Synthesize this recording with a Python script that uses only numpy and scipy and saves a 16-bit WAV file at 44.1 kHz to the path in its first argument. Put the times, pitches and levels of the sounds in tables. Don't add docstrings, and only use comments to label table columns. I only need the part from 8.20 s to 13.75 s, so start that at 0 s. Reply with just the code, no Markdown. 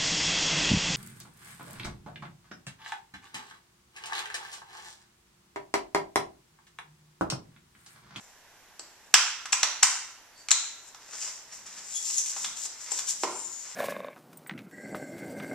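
import sys
import numpy as np
from scipy import signal
from scipy.fft import rfft, irfft, next_fast_len
from scipy.io import wavfile

SR = 44100
rng = np.random.default_rng(int(sys.argv[2]) if len(sys.argv) > 2 else 0)


def generate_wav(sig):
    pcm = np.round(np.clip(np.atleast_2d(sig).T, -1, 1) * 32767).astype(np.int16)
    wavfile.write(sys.argv[1], SR, pcm)


N = 244755
TIME = np.arange(N) / SR


def from_db(db):
    return 10 ** (np.asarray(db) / 20)


def unit_rms(x):
    return x / np.sqrt(np.mean(x ** 2) + 1e-20)


def at_hz(points, hz):
    frequency_hz, value = np.transpose(points)
    return np.interp(np.log(np.maximum(hz, 1)), np.log(frequency_hz), value)


def bell(hz, centre_hz, octaves):
    return np.exp(-.5 * (np.log2((hz + 1) / centre_hz) / octaves) ** 2)


def coloured(x, db_of_hz):
    size = 2 * next_fast_len(x.shape[-1] // 2 + 2048)
    hz = np.arange(size // 2 + 1) * SR / size
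    cepstrum = irfft(np.log(from_db(db_of_hz(hz))))
    cepstrum[1:size // 2] *= 2
    cepstrum[size // 2 + 1:] = 0
    return irfft(rfft(x, size) * np.exp(rfft(cepstrum)))[..., :x.shape[-1]]


def shaped(x, spectrum):
    return unit_rms(coloured(x, lambda hz: at_hz(spectrum, hz)))


def strokes(rows, roundness=1.71):
    power = 0
    for peak_s, level_db, swell_s, fade_s in rows:
        from_peak = np.abs(TIME - peak_s) / np.where(TIME < peak_s, swell_s, fade_s)
        power = power + from_db(level_db) ** 2 * np.exp(-from_peak ** roundness)
    return np.sqrt(power)


# frequency_hz, coherence (0 to 1)
COHERENCE = [(30, 0), (120, .5), (300, .94), (800, .92), (1400, .82), (2600, .45), (4400, .05)]
def diffuse_noise():
    mid, side = rfft(rng.standard_normal((2, N)))
    coherence = np.clip(at_hz(COHERENCE, np.arange(len(mid)) * SR / N), 0, 1)
    return irfft(np.sqrt((1 + coherence) / 2) * mid + np.sqrt((1 - coherence) / 2) * side * [[1], [-1]], N)


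# frequency_hz, relative_db
AMBIENT_SPECTRUM = [(20, -3.5), (70, -4.5), (200, -7.5), (500, -5), (900, -0.5), (1300, -5.5), (1650, -0.5),
                    (2300, -5), (4000, -7), (8000, -16), (14000, 2.5)]
def ambient_noise(level_db=-50.5):
    return from_db(level_db) * shaped(diffuse_noise(), AMBIENT_SPECTRUM)


# peak_s, level_db, swell_s, fade_s
WEIGHT_SHIFTS = [(3.55, -63, .15, .15), (4.26, -59, 0.043, 0.084), (5.1, -62.5, 0.21, 0.17)]
# frequency_hz, relative_db
FLOOR_SPECTRUM = [(30, -8), (70, -11), (180, 8), (400, -7), (1200, -8.5)]
def floor_rumble():
    return strokes(WEIGHT_SHIFTS) * shaped(diffuse_noise(), FLOOR_SPECTRUM)


# frequency_hz, t60_s
REVERB_TIMES = [(150, 0.7), (500, 0.49), (1500, 0.65), (4000, 0.66), (7000, 0.58), (14000, 0.34)]
# frequency_hz, gain_db
REVERB_GAINS = [(150, 3.7), (1000, 2.56), (3000, 0.9), (7000, -1.67), (14000, 1.6)]
def room_response(early_db=2.0, early_decay_s=0.0084, early_rise_s=0.0048, tail_rise_s=0.011):
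    t = TIME[:SR]
    noise_spectrum = rfft(diffuse_noise()[:, :SR])
    bins_hz = np.arange(noise_spectrum.shape[1])
    centres_hz = np.geomspace(125, 16000, 8)
    tail = 0
    for centre_hz, weights in zip(centres_hz, np.eye(len(centres_hz))):
        band = irfft(noise_spectrum * at_hz(np.c_[centres_hz, weights], bins_hz), SR)
        decay_s = at_hz(REVERB_TIMES, centre_hz) / np.log(1000)
        envelope = np.exp(-t / decay_s) * np.sqrt(2 / (decay_s * SR))
        tail = tail + band * from_db(at_hz(REVERB_GAINS, centre_hz)) * envelope
    early = diffuse_noise()[:, :SR] * np.exp(-t / early_decay_s) * np.sqrt(2 / (early_decay_s * SR))
    early *= from_db(early_db) * (1 - np.exp(-t / early_rise_s))
    return early + tail * (1 - np.exp(-t / tail_rise_s))


def friction(spectrum, grain_db, flutter_db, catch_db=-6.5, catches_per_s=130):
    slips = rng.standard_normal(N) * from_db(grain_db * drift(900) + flutter_db * drift(45))
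    catches = (rng.random(N) < catches_per_s / SR) * rng.standard_normal(N)
    return shaped(unit_rms(slips) + from_db(catch_db) * unit_rms(catches), spectrum)


def drift(rate_hz):
    knots_s = np.cumsum(rng.uniform(.5, 1.5, 8000)) / rate_hz
    return unit_rms(np.interp(TIME, knots_s, rng.standard_normal(len(knots_s))))


# peak_s, level_db, swell_s, fade_s
TYRE_PUSHES = [(3.02, -48, 0.099, 0.072), (3.65, -56.5, 0.28, 0.083), (4.18, -54.5, 0.084, 0.11),
               (4.78, -49.5, 0.13, 0.033), (4.9, -49, 0.014, 0.02), (5.54, -52, 0.087, .1)]
# frequency_hz, relative_db
TYRE_SPECTRUM = [(60, -22), (250, -18.5), (470, -5), (700, -5), (1000, 0.5), (1800, 2), (3000, 0.5),
                 (4000, 1.5), (5000, 4), (6500, 2), (14000, -15)]
def tyre_scrub():
    return strokes(TYRE_PUSHES) * friction(TYRE_SPECTRUM, grain_db=1.0, flutter_db=4.5)


# peak_s, level_db, swell_s, fade_s
WHEEL_SWING = [(3.04, -42, 0.025, 0.028)]
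# frequency_hz, relative_db
WHEEL_SPECTRUM = [(500, -54), (3000, -3.5), (4100, -20), (4900, 4), (5800, -4), (7500, -4.5), (14000, -26)]
def wheel_scrape():
    return strokes(WHEEL_SWING) * friction(WHEEL_SPECTRUM, grain_db=-3.0, flutter_db=4.5)


# peak_s, level_db, swell_s, fade_s
SLEEVE_SLIDES = [(0.01, -64.5, .05, 0.069), (0.44, -75, .01, 0.018), (0.9, -71, 0.096, .1),
                 (2.19, -61.5, 0.011, .04), (2.68, -59, .05, 0.022), (3.04, -46.5, .07, 0.068),
                 (3.345, -49.5, 0.013, 0.022), (3.55, -58.5, 0.13, 0.046), (3.76, -42.5, 0.069, 0.043),
                 (3.91, -37.5, 0.062, 0.054), (3.99, -40, 0.014, .04), (4.1, -39.5, 0.045, 0.015),
                 (4.21, -42, 0.054, 0.069), (4.37, -42.5, .005, 0.033), (4.45, -41.5, 0.038, 0.017),
                 (4.62, -49, 0.02, 0.04), (4.72, -40, 0.0084, 0.017), (4.79, -40, 0.041, 0.022),
                 (4.9, -33.5, 0.019, 0.019), (5.03, -43, 0.02, 0.015), (5.23, -49.5, 0.2, .3)]
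# frequency_hz, relative_db
CLOTH_SPECTRUM = [(300, -24), (1500, -17.5), (3000, -6), (4500, -0.5), (6000, 2.5), (7500, 5.5), (9000, -2),
                  (11000, -4.5), (14000, -0.5)]
def clothes_swish():
    return strokes(SLEEVE_SLIDES) * friction(CLOTH_SPECTRUM, grain_db=1.5, flutter_db=-1.0)


# peak_s, half_length_s, pitch_hz, level_db, overtones_db
STICK_SLIPS = [(2.192, 0.031, 4560, -58, -19), (3.766, 0.013, 3357, -43, 4),
               (3.978, 0.0097, 3270, -55.5, 20.5), (3.993, 0.012, 6210, -35, -18),
               (4.884, 0.009, 3020, -51, 6), (5.184, 0.033, 7360, -48.5, -23),
               (5.186, 0.066, 8820, -50.5, -18), (5.255, 0.017, 7060, -45, -22),
               (5.363, 0.054, 6900, -50, -15)]
def squeaks(waver=0.031, third_harmonic_db=-1.5):
    out = np.zeros(N)
    for peak_s, half_length_s, pitch_hz, level_db, overtones_db in STICK_SLIPS:
        phase = 2 * np.pi * np.cumsum(pitch_hz * (1 + waver * drift(1100))) / SR
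        overtones = np.sin(2 * phase) + from_db(third_harmonic_db) * np.sin(3 * phase)
        tone = np.sin(phase) + from_db(overtones_db) * overtones
        out += tone * from_db(level_db) * np.exp(-.5 * ((TIME - peak_s) / half_length_s) ** 2)
    return out


# pitch_hz, relative_db, t60_s
FRAME_MODES = [(207, -4, .33), (322, 11.5, 0.72), (372, -3, 0.35), (790, 12, 0.082), (900, -8.5, 0.21),
               (1010, -12, 0.44), (1183, 4.5, 0.71), (1365, 5, 1), (1656, 9, 0.106), (2100, -5, 0.35),
               (2700, 3, 0.27), (3120, -11, 0.32), (3600, -10, 0.26), (3900, -12, .22), (4360, -17, .4),
               (5250, -3, 0.38), (5700, -4, 0.48), (5740, -2, .4), (6000, 6, .4), (7220, -11, 0.29),
               (7820, 17, 0.2)]
def frame_modes(port_delay_s=.00005):
    t = TIME[:SR]
    pitch_hz, relative_db, t60_s = np.transpose(FRAME_MODES)[:, :, None]
    lag_s = port_delay_s * rng.uniform(-0.37, 1, pitch_hz.shape)
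    decay = from_db(relative_db - 60 * t / t60_s) / np.sqrt(t60_s * SR)
    return decay * np.cos(2 * np.pi * pitch_hz * np.array([t + lag_s / 2, t - lag_s / 2]))


# frequency_hz, gain_db
IMPACT_SPECTRUM = [(40, -27), (130, -36), (200, -34), (330, -25.5), (650, -12), (850, -4.5), (1300, -0.5),
                   (1700, -3), (2600, -0.5), (3300, 0.5), (5000, -0.5), (8000, -6), (10500, -10.5),
                   (14000, -12)]
def impact(chatter_s, thud_db, bright_db, part_hz, part_db, rise=0.23, uneven_db=2.0):
    t = TIME[:SR // 8]
    force = rng.standard_normal(len(t)) * np.exp(-t / chatter_s)
    touching = (1 - np.exp(-t / (rise * chatter_s))) * np.exp(-(t / (4 * chatter_s)) ** 2)
    for _ in range(4):
        force = irfft(np.exp(1j * np.angle(rfft(force))), len(t)) * touching
    spot = np.c_[np.arange(600, 15000, 350), uneven_db * rng.standard_normal(42)]
    return coloured(force / np.linalg.norm(force), lambda hz: at_hz(IMPACT_SPECTRUM, hz) + at_hz(spot, hz)
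                    + thud_db * bell(hz, 337, octaves=0.95)
                    + bright_db * bell(hz, 7900, octaves=0.94)
                    + part_db * sum(bell(hz, pitch_hz, octaves=0.12) for pitch_hz in part_hz))


# start_s, relative_db, chatter_s, thud_db, bright_db, pitch_1_hz, pitch_2_hz, part_db, pan_db
METAL_CONTACTS = [ (0.5934, -17.5, 0.0029, 30, 5, 4670, 7600, 9.3, -2),
                  (0.9395, 19.5, 0.0031, -0.5, 2.5, 1610, 2540, 6, 0.5),
                  (1.254, -2, 0.0064, 6, -4.5, 1320, 2130, 4.2, 3),
                  (1.322, -7.5, 0.0046, 6, 8, 2550, 7750, 9.3, 5),
                  (1.3268, 5, 0.0018, -1, 2, 2510, 5930, 3.1, -1),
                  (1.3295, 9.5, 0.0024, -7, -2, 2570, 7370, 11, 0.5),
                  (1.4296, 14.5, 0.0039, -1.5, -5, 4000, 6000, 6, 1),
                  (1.625, 10.5, 0.0085, 3, -1.5, 847, 320, 10.4, -2),
                  (1.6288, 13, 0.0047, -7, 7, 1630, 8100, 4.3, 4),
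                  (2.2852, -1, 0.0024, -11, -1, 2370, 4370, 6.7, 1),
                  (2.3063, 2, .0035, -8, 5, 6400, 1280, 9.2, 1),
                  (2.3139, 6, 0.0025, -1, 7, 3920, 7450, 10.3, 3.5),
                  (2.745, -18, 0.0031, 16, 1.5, 3550, 1320, 6.9, 1),
                  (2.888, -20, 0.0053, 15, -7, 1500, 800, 1, -8),
                  (2.93, -19, 0.0074, 25.5, 6.5, 1410, 477, 9.8, 8),
                  (3.901, -14.5, 0.0023, 0, 8, 2680, 1210, 5.9, 4),
                  (3.98, -18, 0.0047, -4, 19.5, 6740, 10100, 11.3, 3),
                  (4.06, -16.5, 0.0023, -2, 13, 2260, 9600, 13, 3),
                  (4.162, -6, 0.0066, 11, -4, 885, 1530, 1.4, 1),
                  (4.243, 0, 0.0065, -2, -0.5, 3420, 180, 7.3, 2),
                  (4.368, -17, 0.0047, 12, 2, 2230, 7560, 1, 12),
                  (4.45, -17, 0.01, 20, 15.5, 2760, 7500, 1.1, 7),
                  (4.7164, -13.5, 0.0048, 30, 13, 960, 7450, 11, 4),
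                  (4.786, -6.5, 0.0073, -7, 7, 1120, 2200, 2.2, 0),
                  (5.0333, 6.5, 0.0043, 20.5, -6, 993, 365, 10, -1.5),
                  (5.04, 0, 0.0041, 19.5, -16, 220, 455, 18, 5)]
def knocks(blow_db=-4.0, ring_db=-19.0):
    blows, rings = np.zeros((2, 2, N + SR))
    modes = frame_modes()
    for start_s, relative_db, chatter_s, thud_db, bright_db, *part_hz, part_db, pan_db in METAL_CONTACTS:
        blow = from_db(relative_db + blow_db) * impact(chatter_s, thud_db, bright_db, part_hz, part_db)
        ringing = from_db(ring_db + 2 * rng.standard_normal(len(FRAME_MODES))) @ modes
        start = round(start_s * SR)
        blows[:, start:start + len(blow)] += blow * from_db([[pan_db / 2], [-pan_db / 2]])
        rings[:, start:start + SR] += signal.fftconvolve(blow[None], ringing, axes=1)[:, :SR]
    return blows[:, :N], rings[:, :N]


def scene(rubbing_left_db=3.0, rubbing_right_db=-1.0):
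    rubbing = clothes_swish() + tyre_scrub() + wheel_scrape() + squeaks()
    blows, rings = knocks()
    into_room = blows.mean(axis=0) + rubbing
    reverberation = signal.fftconvolve(into_room[None], room_response(), axes=1)[:, :N]
    direct = blows + rings + rubbing * from_db([[rubbing_left_db], [rubbing_right_db]])
    return direct + reverberation + floor_rumble() + ambient_noise()


# frequency_hz, gain_db
PORT_RESPONSES = [
    [(2000, 2), (4500, -1.5), (6200, 6), (7250, 13), (7800, 8), (8700, 4), (10500, -2), (14000, -14.5)],
    [(2000, 4), (4200, 2), (5100, 6.5), (5900, 13), (6900, 2), (8300, -4.5), (10500, -10), (14000, -15)],
]
def record(dry, clip_level=.92, cutoff_hz=14200):
    resonant = np.array([coloured(side, lambda hz: at_hz(port, hz))
                         for side, port in zip(dry, PORT_RESPONSES)])
    low_pass = signal.ellip(10, .2, 70, cutoff_hz, fs=SR, output="sos")
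    return signal.sosfilt(low_pass, np.clip(resonant, -clip_level, clip_level))


dry = scene()
out = record(dry)
generate_wav(out)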